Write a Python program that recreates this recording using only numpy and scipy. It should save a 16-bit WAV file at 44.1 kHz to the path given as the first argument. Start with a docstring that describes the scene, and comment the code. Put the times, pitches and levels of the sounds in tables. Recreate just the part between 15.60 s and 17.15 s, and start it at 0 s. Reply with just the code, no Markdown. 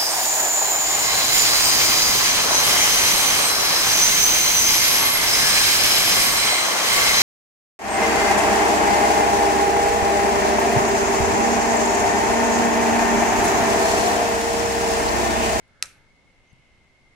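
"""Hoof nippers in a farmyard

Close to the microphone, steel nippers snap once through a cow's hoof: the horn splits, the jaws
ring briefly and nearby walls throw the snap back. Far off, an insect chorus holds a fuzzy high
tone over the yard's rumble, with faint rustles, two dry ticks and a few soft thuds."""
import sys
import numpy as np
from scipy import signal
from scipy.fft import rfft, irfft
from scipy.io import wavfile
from scipy.ndimage import uniform_filter1d

SR = 44100
rng = np.random.default_rng(int(sys.argv[2]) if len(sys.argv) > 2 else 0)


def to_wav(s):
    """Save 16-bit WAV."""
    ch = np.atleast_2d(s).T  # columns
    pcm = np.round(np.clip(ch, -1, 1) * 32767)  # PCM
    wavfile.write(sys.argv[1], SR, pcm.astype(np.int16))


N = 68355
SNAP_AT_S, SNAP_RISE_S = .2252, .0004

# Open yard air. Each row: frequency in Hz, relative level in dB.
AIR_SPECTRUM = [(20, 3.5), (60, -1.5), (131, -3.5), (200, -11), (240, -4), (297, -11.5), (600, -12.5),
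                (1230, -18), (2000, -18.5), (3450, -21.5), (6000, -27.5), (10000, -35), (11800, -42.5),
                (12600, -61.5)]
# The air's stereo image. Each row: frequency in Hz, left-right correlation.
AIR_LIKENESS = [(30, .36), (110, .5), (250, .65), (700, .58), (1300, .42), (2400, .3), (4400, .05),
                (12000, .06)]
# Insect groups. Each row: pitch in Hz, width in Hz, relative level in dB, swell in dB per second.
INSECT_GROUPS = [(2052, 40, -3, 2), (2100, 36, -1.5, 2.5), (2165, 40, -1.5, -0.5), (2200, 50, -3, -2)]
# The whole chorus at the microphone. Each row: time in seconds, level in dB.
CHORUS_LEVEL = [(0, -66), (.2, -68.5), (.35, -67.5), (.45, -64), (.65, -65.5), (0.999, -65), (1.3, -65),
                (1.55, -63)]
# Rustles and squeaks. Each row: middle and length in seconds, level in dB, centre and width in Hz.
RUSTLE_SWELLS = [(0.263, 0.37, -63, 1510, 713), (0.391, 0.1, -65.5, 870, 89.7),
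                 (0.655, 0.042, -62, 248, 60), (0.877, 0.012, -71, 6290, 450),
                 (0.905, 0.02, -70, 6240, 500), (0.92, 0.011, -76.5, 4760, 503),
                 (0.99, 0.7, -72, 2766, 900)]
# Dry ticks. Each row: start in seconds, level in dB, pan in dB (left minus right).
DRY_TICKS = [(0.0792, -73, -7), (0.9283, -69, -7)]
# Modes of jaws and horn. Each row: frequency in Hz, relative level in dB, t60 in seconds,
# pan in dB, phase lead of the left side in radians.
JAW_MODES = [(366, -35.5, 0.072, -1.5, 0), (567, -48.5, 0.12, -10.5, 0.44),
             (870, -42.5, 0.055, -3.5, -0.35), (1297, -17, 0.045, -1.5, -1.2),
             (1950, -10.5, .018, -3.5, .1), (2585, 1.5, 0.0081, -2, -0.36), (3211, -31.5, 0.015, -4.5, .2),
             (3657, -21.5, 0.036, -1, .2), (4040, -11, 0.034, 0, 0.79), (4450, -6, 0.014, -2.5, -0.22),
             (5090, 1.5, 0.0073, 8.5, -.1), (5580, -7.5, 0.014, 1, 0.56), (6110, -9, .014, 0, .5),
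             (6300, -7.5, 0.012, 0.5, 0.99), (7330, -6.5, 0.014, 8.5, -0.93), (7770, -13, .016, 5, -1.5),
             (8880, -8, .012, 4, -1.3), (9240, -9, 0.013, -5.5, -0.86), (9795, -10, 0.0088, -5.5, -1),
             (11040, -6, 0.01, -10, -0.22), (12900, -31.5, .01, 2, 0), (14600, -40, .005, 0, 0),
             (15800, -40, .004, -4, 0)]
# Splitting horn. Each row: frequency in Hz, relative level in dB.
CRACK_SPECTRUM = [(300, -49.5), (1000, -35), (2500, -14), (5000, -12), (8000, -2.5), (11000, -12),
                  (12300, -29), (14000, -50), (16000, -61)]
# Nearby walls. Each row: delay in seconds, gain in dB, pan in dB, low and high edge in Hz.
WALL_ECHOES = [(.0112, -17, 3, 5000, 17000), (.013, -24, 0, 3500, 5500), (.0312, -22, 1, 5500, 8800),
               (.0345, -21, 0, 6800, 8200)]
# Colour of the yard's reverberation. Each row: frequency in Hz, relative level in dB.
TAIL_SPECTRUM = [(300, -11.5), (580, -0.5), (1000, -10.5), (1370, 8), (1800, -0.5), (2500, 1), (3300, -9),
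                 (4050, -3), (4700, -7.5), (5900, -1), (6800, -5.5), (7600, -2.5), (9200, -5.5),
                 (10200, -11), (11100, -8), (12200, -21), (13200, -27), (14500, -46)]
# Decay of that reverberation. Each row: frequency in Hz, t60 in seconds.
TAIL_T60 = [(300, .25), (1000, 0.23), (1500, 0.18), (2500, 0.39), (4000, 0.36), (8000, 0.26), (12000, 0.36)]
# Soft thuds. Each row: start in seconds, level in dB, pitch in Hz (minus flips polarity), pan in dB.
SOFT_THUDS = [(.921, -48, -60, 14), (.9302, -40, 135, 14), (.99, -55, 120, 8), (1.116, -46, 50, 0),
              (1.146, -49, 90, 0), (1.18, -47, 120, 0)]


def amp(db):
    return 10 ** (np.asarray(db, float) / 20)


def unit_rms(x):
    return x / np.sqrt(np.mean(x ** 2) + 1e-20)


def curve_at(points, hz):
    f, value = np.transpose(points)
    return np.interp(np.log(hz + 1), np.log(f + 1), value)


def panned(pan_db):
    return amp([[pan_db / 2], [-pan_db / 2]])


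def add(mix, start_s, sound):
    part = mix[:, round(start_s * SR):][:, :sound.shape[1]]
    part += sound[:, :part.shape[1]]


def stereo_pair(a, b, likeness):
    """Two independent noises blended into left and right with the given correlation."""
    return np.array([a, likeness * a + np.sqrt(1 - likeness ** 2) * b])


def band(hz, centre_hz, width_hz):
    return np.exp(-np.abs(2 * (hz - centre_hz) / width_hz) ** 4)


def hiss(gain, likeness):
    """Stereo noise of rms 1, shaped by gain(Hz), with left-right correlation likeness(Hz)."""
    hz = np.fft.rfftfreq(1024, 1 / SR)[:, None]
    a, b, c, d = rng.standard_normal((N // 256 + 5, 513, 4)).T
    spectra = stereo_pair(a + 1j * b, c + 1j * d, likeness(hz)) * gain(hz)
    return unit_rms(signal.istft(spectra, nperseg=1024, noverlap=768)[1][:, :N])


def yard_air(level_db=-60, lump_db=2.5, rumble_top_hz=150):
    """All around the microphone, the open yard hisses over a rumble that comes in lumps."""
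    lumps_db = lump_db * unit_rms(uniform_filter1d(rng.standard_normal(N // 256 + 5), size=6))

    def gain(hz):
        return amp(curve_at(AIR_SPECTRUM, hz) + lumps_db / (1 + (hz / rumble_top_hz) ** 2))
    return amp(level_db) * hiss(gain, lambda hz: curve_at(AIR_LIKENESS, hz))


def insect_chorus():
    """Far off, groups of insects at close pitches blur into one narrow, nearly steady band."""
    t, hz = np.arange(N) / SR, np.fft.rfftfreq(N, 1 / SR)
    noises = rng.standard_normal((N, len(INSECT_GROUPS), 2)).T
    tone = np.zeros((2, N))
    for a, b, (pitch, width, db, swell) in zip(*noises, INSECT_GROUPS):
        song = irfft(rfft(stereo_pair(a, b, likeness=.058)) * band(hz, pitch, width), N)
        tone += amp(db + swell * (t - t.mean())) * unit_rms(song)
    running_rms = np.sqrt(uniform_filter1d((tone ** 2).mean(0), size=SR // 6))
    return amp(np.interp(t, *np.transpose(CHORUS_LEVEL))) * tone / running_rms


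def rustles():
    """Faint bands of noise swell and fade."""
    out, t = np.zeros((2, N)), np.arange(N) / SR
    for middle, length, db, centre, width in RUSTLE_SWELLS:
        swell = amp(db) * np.exp(-(2 * (t - middle) / length) ** 2)
        out += swell * hiss(lambda hz: band(hz, centre, width), likeness=lambda hz: .5)
    return out


def ticks(band_hz=(7600, 11000), rise_s=.001):
    """Tiny, dry bursts of bright noise."""
    out, t = np.zeros((2, N)), np.arange(3000) / SR
    envelope = t / rise_s * np.exp(1 - t / rise_s)
    bandpass = signal.butter(4, band_hz, "band", fs=SR)
    for start, db, pan in DRY_TICKS:
        burst = unit_rms(signal.lfilter(*bandpass, rng.standard_normal(len(t))))
        add(out, start, amp(db) * panned(pan) * burst * envelope)
    return out


def jaw_snap(level_db=-14, earliest_hz=5200, lag_s_per_octave=.00009, rise_cycles=.95):
    """Close up, the horn gives way and the jaws meet: their modes start nearly in step."""
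    out, t = np.zeros((2, 4096)), np.arange(4096) / SR
    for hz, db, t60, pan, lead in JAW_MODES:
        peak_s = SNAP_RISE_S + lag_s_per_octave * abs(np.log2(hz / earliest_hz))
        phase = 2 * np.pi * hz * (t - peak_s) + np.array([[lead / 2], [-lead / 2]])
        rise_s = max(SNAP_RISE_S, rise_cycles / hz)  # low modes build up more slowly
        attack = np.sin(np.pi / 2 * np.minimum(t / rise_s, 1)) ** 2
        out -= amp(db - 60 * t / t60) * panned(pan) * np.cos(phase) * attack
    return amp(level_db) * out


def horn_crack(level_db=-27, t60=.014):
    """A burst of dense noise as the horn splits."""
    t, hz = np.arange(4096) / SR, np.fft.rfftfreq(4096, 1 / SR)
    noise = stereo_pair(*rng.standard_normal((2, 4096)), likeness=.85)
    burst = unit_rms(irfft(rfft(noise) * amp(curve_at(CRACK_SPECTRUM, hz))))
    return amp(level_db - 60 * t / t60) * burst * np.minimum(t / SNAP_RISE_S, 1)


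def wall_echoes(cut, fade_t60=.044):
    """Nearby walls return shortened copies of the cut, each coloured by what it bounces off."""
    out, t = np.zeros((2, SR // 2)), np.arange(cut.shape[1]) / SR
    shortened = cut * amp(-60 * t / fade_t60)
    for delay, db, pan, *edges in WALL_ECHOES:
        echo = signal.lfilter(*signal.butter(2, edges, "band", fs=SR), shortened)
        add(out, delay, amp(db) * panned(pan) * echo)
    return out


def yard_tail(gain_db=-32, rise_s=.0023, patchy_db=1):
    """The snap scatters around the yard: patchy noise, each band dying at its own speed."""
    t = np.arange(SR // 2) / SR
    noise = stereo_pair(*rng.standard_normal((2, len(t))), likeness=.35)
    hz, frame_s, spectra = signal.stft(noise, SR, nperseg=256)
    patches = rng.standard_normal((len(frame_s), len(hz))).T
    patches = uniform_filter1d(patches, size=6, axis=0)  # across frequency
    patches = uniform_filter1d(patches, size=2, axis=1)  # across time
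    colour_db = patchy_db * unit_rms(patches) + curve_at(TAIL_SPECTRUM, hz)[:, None]
    decay_db = 60 * frame_s / curve_at(TAIL_T60, hz)[:, None]
    tail = signal.istft(spectra * amp(colour_db - decay_db), SR, nperseg=256)[1][:, :len(t)]
    return amp(gain_db) * tail * np.minimum(t / rise_s, 1)


def thuds(t60=.028, rise_s=.0031):
    """Soft, low tones that die almost at once."""
    out, t = np.zeros((2, N)), np.arange(3000) / SR
    envelope = amp(-60 * t / t60) * np.minimum(t / rise_s, 1)
    for start, db, hz, pan in SOFT_THUDS:
        add(out, start, amp(db) * panned(pan) * np.sin(2 * np.pi * hz * t) * envelope)
    return out


def scene():
    """One close cut and its echoes stand out against the quiet yard."""
    mix = yard_air() + insect_chorus() + rustles() + ticks() + thuds()
    cut = jaw_snap() + horn_crack()
    for part in (cut, wall_echoes(cut), yard_tail()):
        add(mix, SNAP_AT_S, part)
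    return mix


def record(dry, top_hz=16600):
    """The microphone's signal is cut off steeply in the top treble."""
    lowpass = signal.firwin(511, top_hz, window=("kaiser", 9), fs=SR)
    return signal.oaconvolve(dry, lowpass[None], "same")


dry = scene()
out = record(dry)
to_wav(out)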